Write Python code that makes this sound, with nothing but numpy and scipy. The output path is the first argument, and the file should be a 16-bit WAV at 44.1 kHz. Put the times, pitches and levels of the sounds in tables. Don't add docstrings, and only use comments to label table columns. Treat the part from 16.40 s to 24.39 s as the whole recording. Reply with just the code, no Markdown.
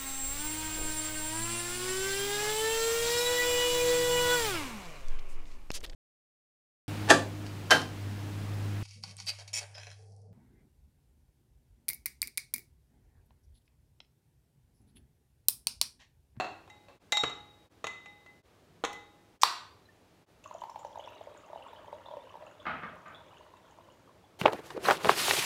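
import sys
import numpy as np
from scipy import signal
from scipy.io import wavfile

SR = 44100
rng = np.random.default_rng(int(sys.argv[2]) if len(sys.argv) > 2 else 0)


def transcribe(u):
    v = np.clip(np.atleast_2d(u).T, -1, 1)
    q = np.round(v * 32767).astype(np.int16)
    wavfile.write(sys.argv[1], SR, q)


N = 352359
TIME_S = np.arange(N) / SR

# t/s, knock level/dB, knock tilt/(dB/octave),
# drive of lowest, second and upper wall modes/dB, twins re upper modes/dB
CLINKS = [(.3, -46, 6, -54, -53.5, -56, -12), (0.7216, -20, 7.5, -56, -40, -22.5, -4),
          (.7244, -18, 1, -31, -29.5, -27.5, -0.5), (.7707, -21, 4.5, -33, -36.5, -24, 0.5),
          (.8361, -13, -1.5, -52, -41, -31, -3.5), (.898, -33.5, 2.5, -47, -46, -48.5, -2),
          (1.4421, -19.5, 0, -57, -51, -45, -10), (1.4689, -23.5, 2.5, -64, -38.5, -50, -6),
          (1.659, -39.5, 1, -54, -49, -58.5, -7.5), (1.8623, -46, 1, -65, -53.5, -69.5, -9),
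          (2.4387, -15.5, -1, -28, -59, -41.5, -8), (2.449, -18, 2, -40.5, -49, -59, -10),
          (2.5302, -38.5, 9, -49, -48, -58.5, -10)]
# f/Hz, relative level/dB, t60/s
GLASS_MODES = [(832, -4, 1), (2049, 1.5, 0.55), (2720, -14.5, .2), (3802, -3, 0.78), (4230, -18.5, .13),
               (5600, -19.5, 0.28), (6730, -23.5, 0.25), (7430, -14.5, 0.094)]
# t/s, level/dB, f/Hz
GLASS_THUD = (2.44, -30, 455)
# t/s, pitch factor/1
GLASS_PITCH = [(.8, 1), (1.45, .991), (2.45, .988)]
# f/Hz, relative level/dB
KNOCK_COLOUR = [(100, -16.5), (170, -8), (480, -1), (1250, 2.5), (1600, -5), (2700, -5), (4300, -12.5),
                (4900, -25.5), (6500, -12.5), (8000, -27), (15000, -45)]
# f/Hz, relative level/dB
TRAY_COLOUR = [(100, -23.5), (400, -12.5), (700, -4.5), (1250, -13), (1500, -17.5), (2350, -22), (2670, -8),
               (2950, -28), (4200, -19), (4900, -38), (7200, -33), (10000, -53.5)]
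# f/Hz, relative level/dB
POP_COLOUR = [(130, -45.5), (420, -24.5), (600, -11), (780, -10.5), (1020, 2.5), (1350, -7.5), (2300, -9),
              (3000, -11), (4400, -5), (5600, -14.5), (15000, -31)]
# f/Hz, relative level/dB
TAB_COLOUR = [(300, -20.5), (1500, -10), (4000, -11.5), (5500, 1.5), (8500, -3.5), (10500, -20),
              (15000, -22.5)]
# f/Hz, relative level/dB
BUMP_COLOUR = [(29, -45), (50, -23.5), (168, -11), (400, -19), (711, -9), (900, -12.5), (1300, -4.5),
               (1650, -10), (2200, -14), (3200, -26.5), (10400, -74)]
# f/Hz, relative level/dB
SPLASH_COLOUR = [(100, -31), (380, -8.5), (600, 5.5), (750, -5.5), (960, 1), (1300, -8.5), (2200, -17.5),
                 (2950, -22), (4800, -30.5), (9000, -49.5)]
# f/Hz, relative level/dB
FIZZ_COLOUR = [(1500, -18.5), (3400, 0), (4800, -14), (6400, -2.5), (7150, 1.5), (8000, -15),
               (15000, -21.5)]
# f/Hz, relative level/dB
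AIR_COLOUR = [(18, -36.5), (45, -10), (101, -1), (129, -8.5), (178, -5), (215, -9.5), (322, -6),
              (469, -9.5), (598, -11), (1340, -19), (4000, -25.5), (15500, -38.5)]
# t/s, level/dB, decay/s
TRAY_CRACKS = [(.0, -16.5, 0.0065), (.008, -21, 0.0033), (.045, -25.5, 0.0081), (.2774, -43.5, 0.0048),
               (.485, -39.5, 0.018)]
# t/s, level/dB, decay/s
TAB_TICKS = [(3.0152, -30.5, 0.0046), (3.0196, -22.5, .001), (3.022, -25.5, .001), (3.026, -26.5, .002)]
# t/s, level/dB, decay/s
LID_POPS = [(3.0336, -6, 0.0014), (3.0347, -12.5, 0.0012)]
# t/s, level/dB, f/Hz
TAB_PINGS = [(3.453, -61, 4030), (3.486, -55.5, 1790)]
# t/s, relative bubble level/dB, relative hollow level/dB
GLUGS = [(4.059, -38.5, -65), (4.111, -35.5, -53), (4.149, -43, -39), (4.219, -31, -58), (4.237, -29, -53),
         (4.296, -35, -54), (4.359, -31, -49), (4.393, -37.5, -56), (4.448, -32, -41.5),
         (4.557, -36.5, -50), (4.574, -37, -45), (4.593, -39, -42.5), (4.675, -35, -52),
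         (4.81, -40.5, -44.5), (4.871, -45, -43.5), (5.1, -49, -46.5), (5.131, -37, -42),
         (5.158, -35.5, -40.5), (5.331, -38.5, -57), (5.445, -45, -58), (5.481, -42, -49),
         (5.528, -35.5, -41.5), (5.661, -42, -53), (5.685, -38, -50), (5.712, -39, -48), (5.737, -39, -41),
         (5.769, -39, -39.5), (5.941, -40.5, -51), (5.954, -39.5, -51), (6.023, -43, -44.5),
         (7.386, -46.5, -53.5), (7.487, -49, -59), (7.693, -49.5, -62)]
# t/s, f/Hz
POOL_PITCH = [(4.06, 1106), (4.14, 917), (4.8, 866), (5.13, 900), (7.5, 1030)]
# t/s, level of the first/dB, f/Hz
PLINKS = [(4.04, -49.5, 2620), (4.211, -53.5, 3000), (4.298, -54, 5270), (4.391, -53.5, 6850),
          (4.449, -59, 5800), (4.5967, -46, 2910), (4.638, -49, 3250), (4.6838, -48, 2610),
          (4.73, -54, 2800), (5.223, -48, 2730), (5.283, -53.5, 3330), (5.361, -51, 2980),
          (5.658, -48, 3480), (5.897, -54, 2640), (6.066, -51, 2630), (6.2, -50.5, 3300),
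          (6.746, -45.5, 3350), (6.97, -52.5, 2760), (7.5, -58, 2820)]
# t/s, splash level/dB
FLOW = [(3.99, -100), (4.05, -61), (4.4, -70.5), (4.65, -54), (4.97, -58), (5.2, -57), (5.8, -58.5),
        (6.9, -60), (7.99, -73.5)]
# t/s, relative level/dB, decay/s
BUMPS = [(6.254, -21.5, 0.018), (6.266, -15, 0.0055), (6.293, -20.5, 0.042), (6.42, -30, 0.014),
         (6.434, -22, 0.004), (6.657, -28.5, 0.031)]
# f/Hz, t60/s
ROOM_T60 = [(100, 0.95), (500, 0.48), (1300, 0.53), (4000, 0.48), (8000, 0.39), (14000, 0.3)]
DIPS_S = [.592, 1.292, 2.025, 2.99, 3.858]

SPLIT_HZ = 28
HOLLOW_HZ = 579
GAS_S, GAS_DB, GAS_DECAY_S = 3.036, -16, 0.0098
GURGLE_DB, SPATTER_DB, TINKLE_DB, FIZZ_DB = -8.5, -14, -21, -19.5
ICE_COVERED_S, COVERING_S = 4.65, 0.17
BARE_ICE_FIZZ_DB, BARE_ICE_IMPACT_DB = 10.5, 23.5
STAND_OUT_DB_PER_DB = 0.4
AIR_DB = -63
EDGE_HZ = 15800


def ice():
    knocks, rings = np.zeros(N), np.zeros(N)
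    t = TIME_S[:SR]
    ends_s = np.array([row[0] for row in CLINKS] + list(DIPS_S))
    for s, knock_db, tilt_db, low_db, second_db, upper_db, twin_db in CLINKS:
        knock = blow(KNOCK_COLOUR, decay_s=0.0053, tilt_db=tilt_db, snap=0.38)
        add(knocks, s, amp(knock_db) * knock)
        pitch = np.interp(s, *np.transpose(GLASS_PITCH))
        hold_s = ends_s[ends_s > s].min() - s
        attack = np.minimum(t / .0005, 1)
        held = np.clip((hold_s - t) / .002 + 1, 0, 1) * attack
        for hz, db, t60_s in GLASS_MODES:
            drive_db = low_db if hz < 1400 else second_db if hz < 3000 else upper_db
            ring = np.sin(2 * np.pi * hz * pitch * t)
            if hz > 3000:
                ring += amp(twin_db) * np.sin(2 * np.pi * (hz - SPLIT_HZ) * pitch * t)
            add(rings, s, held * amp(drive_db + db - 60 * t / t60_s) * ring)
    s, db, hz = GLASS_THUD
    add(knocks, s, amp(db) * bubble(hz, swell_s=0.0053, rise=0))
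    ringing = kitchen(rings, wet_db=-9, counter=0)
    return ringing + kitchen(knocks, wet_db=-8.5, counter=0.16)


def tray():
    out = blows(TRAY_CRACKS, TRAY_COLOUR, snap=0.5)
    add(out, 2.29, amp(-54) * bubble(hz=159, swell_s=0.021, rise=0, size=6000))
    return kitchen(out, wet_db=-3.0)


def can():
    out = blows(TAB_TICKS, TAB_COLOUR, snap=0.59) + blows(LID_POPS, POP_COLOUR, snap=0.69)
    add(out, 3.0333, amp(-14.5) * bubble(hz=1020, swell_s=0.0019, rise=0))
    for s, db, hz in TAB_PINGS:
        add(out, s, amp(db) * bubble(hz, swell_s=0.0069, rise=0))
    lid = kitchen(out, wet_db=-14, counter=0.14)
    gas = blows([(GAS_S, GAS_DB, GAS_DECAY_S)], POP_COLOUR, snap=0)
    return lid + kitchen(gas, wet_db=3)


def stream():
    splash = swarm(per_s=1000, low_hz=249.3, high_hz=4340, cycles=2.6, spread_db=5.5)
    splash = evened(colour(splash, SPLASH_COLOUR))
    gurgle = evened(swarm(per_s=64, low_hz=790, high_hz=1260, cycles=2.5, spread_db=7.5, count=8))
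    tinkle = evened(swarm(per_s=31, low_hz=2665, high_hz=3484, cycles=16.0, spread_db=5.5, count=8))
    fizz = swarm(per_s=430, low_hz=2767, high_hz=14000, cycles=4.6, spread_db=9.5)
    fizz = evened(colour(fizz, FIZZ_COLOUR))
    spatter = evened(swarm(per_s=200, low_hz=1290, high_hz=3512, cycles=5.0, spread_db=4.5,
                           rise=.12, count=16))
    flow_db = np.interp(TIME_S, *np.transpose(FLOW))
    bubbles = amp(GURGLE_DB) * gurgle + amp(TINKLE_DB) * tinkle
    bubbles *= amp(STAND_OUT_DB_PER_DB * (flow_db.max() - flow_db))
    fizz *= amp(FIZZ_DB + BARE_ICE_FIZZ_DB * bare_ice(TIME_S))
    water = splash + amp(SPATTER_DB) * spatter + bubbles + fizz
    return kitchen(water * amp(flow_db), wet_db=-6.0)


def glugs():
    out = np.zeros(N)
    variations = rng.standard_normal((len(GLUGS), 2))
    for (s, db, hollow_db), (size, wobble) in zip(GLUGS, variations):
        bubble_hz = np.interp(s, *np.transpose(POOL_PITCH)) * (1 + 0.044 * size)
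        hollow_hz = HOLLOW_HZ * (1 + 0.058 * wobble)
        large_bubble = bubble(bubble_hz, swell_s=0.0028, rise=0)
        hollow = bubble(hollow_hz, swell_s=0.0038, rise=0.069)
        slap = blow(SPLASH_COLOUR, decay_s=0.0051, tilt_db=5.0, snap=0.52)
        add(out, s - .001, amp(db - 1.0) * large_bubble)
        add(out, s - .001, amp(hollow_db + 4) * hollow)
        add(out, s, amp(db - 10.5) * slap)
    return kitchen(out, wet_db=-6.5)


def plinks():
    out = np.zeros(N)
    all_gaps = rng.uniform(1.0, 1.9, (len(PLINKS), 3))
    for (s, db, hz), gaps in zip(PLINKS, all_gaps):
        tilt_db = 2.5 * np.log2(hz / 4000)
        impact = blow(FIZZ_COLOUR, decay_s=0.0051, tilt_db=tilt_db, snap=0.26)
        add(out, s, amp(db - 21 + BARE_ICE_IMPACT_DB * bare_ice(s)) * impact)
        delays_s = 0.0034 * (np.cumsum(gaps) - gaps[0])
        for k, delay_s in enumerate(delays_s):
            part = bubble(hz * (1 + 0.069 * k), swell_s=0.002, rise=0.042)
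            add(out, s + delay_s, amp(db - 6.2 * k) * part)
    return kitchen(out, wet_db=-3.5)


def bare_ice(s):
    return np.clip((ICE_COVERED_S - s) / COVERING_S, 0, 1)


def bumps():
    return amp(-4.5) * kitchen(blows(BUMPS, BUMP_COLOUR, snap=0), wet_db=2)


def room_tone(hum_hz=101.7, hum_db=-74):
    air = amp(AIR_DB) * evened(colour(rng.standard_normal(N), AIR_COLOUR))
    return air + amp(hum_db) * np.sin(2 * np.pi * hum_hz * TIME_S)


def kitchen(x, wet_db, counter=0.062, counter_s=.0036):
    at = np.arange(250, SR - 20, 20)
    taps = np.zeros(SR)
    taps[at + rng.integers(0, 20, len(at))] = rng.choice([-1, 1], len(at))
    hz, t, z = signal.stft(taps, SR, nperseg=256)
    decay = amp(-60 * t / read(ROOM_T60, hz)[:, None])
    tail = signal.istft(z * decay, SR, nperseg=256)[1]
    echo = amp(wet_db) * tail / np.linalg.norm(tail)
    echo[0] += 1
    echo[round(counter_s * SR)] += counter
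    return signal.oaconvolve(x, echo)[:N]


def bubble(hz, swell_s, rise, size=3000):
    u = np.arange(size) / SR / swell_s
    envelope = (u * np.exp(1 - u)) ** 2
    glide_hz = hz * (1 + rise * np.tanh(u / 2))
    return envelope * np.sin(2 * np.pi * np.cumsum(glide_hz) / SR)


def swarm(per_s, low_hz, high_hz, cycles, spread_db, rise=.024, count=30):
    out = np.zeros(N)
    chance = per_s * N / SR / count / 400
    for hz in np.geomspace(low_hz, high_hz, count):
        at, size, keep = rng.random((3, 400))
        level_db = spread_db * -np.log(.03 + .97 * size)
        clicks = np.zeros(N)
        clicks[(at * N).astype(int)] = amp(level_db) * (keep < chance)
        out += signal.oaconvolve(clicks, bubble(hz, cycles / hz, rise))[:N] * hz
    return out


def blow(points, decay_s, tilt_db=0, snap=1, size=12000):
    rattle = rng.standard_normal(size) * np.exp(-np.arange(size) / SR / decay_s)
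    rattle /= np.linalg.norm(rattle)
    rattle[0] += snap
    sound = colour(rattle, points, tilt_db)
    return sound / np.linalg.norm(sound) * np.sqrt(SR / 2000)


def blows(rows, points, snap):
    out = np.zeros(N)
    for s, db, decay_s in rows:
        add(out, s, amp(db) * blow(points, decay_s, snap=snap))
    return out


def colour(x, points, tilt_db=0, size=4096):
    hz = abs(np.fft.fftfreq(size, 1 / SR))
    octaves = np.log2(hz / 1000 + 1 / 20)
    log_gain = np.log(amp(read(points, hz) + tilt_db * octaves))
    taps = np.fft.ifft(np.exp(np.conj(signal.hilbert(log_gain)))).real[:size // 2]
    return signal.oaconvolve(x, taps / np.linalg.norm(taps))[:len(x)]


def read(points, hz):
    f, value = np.transpose(points)
    return np.interp(np.log(hz + 1), np.log(f + 1), value)


def amp(db):
    return 10 ** (np.asarray(db) / 20)


def evened(x):
    return x / np.sqrt(np.mean(x ** 2) + 1e-20)


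def add(mix, s, sound):
    part = mix[max(round(s * SR), 0):][:len(sound)]
    part += sound[:len(part)]


def scene():
    events = ice() + tray() + can()
    water = stream() + glugs() + plinks()
    return (events + water + bumps() + room_tone())[None]


def record(dry, fade_s=0.034):
    distance_s = abs(TIME_S[:, None] - np.array(DIPS_S)).min(1)
    gain = np.minimum(distance_s / fade_s + .02, 1)
    low_pass = signal.firwin(511, EDGE_HZ, window=("kaiser", 9), fs=SR)
    return signal.oaconvolve(dry * gain, low_pass[None], "same")


dry = scene()
out = record(dry)
transcribe(out)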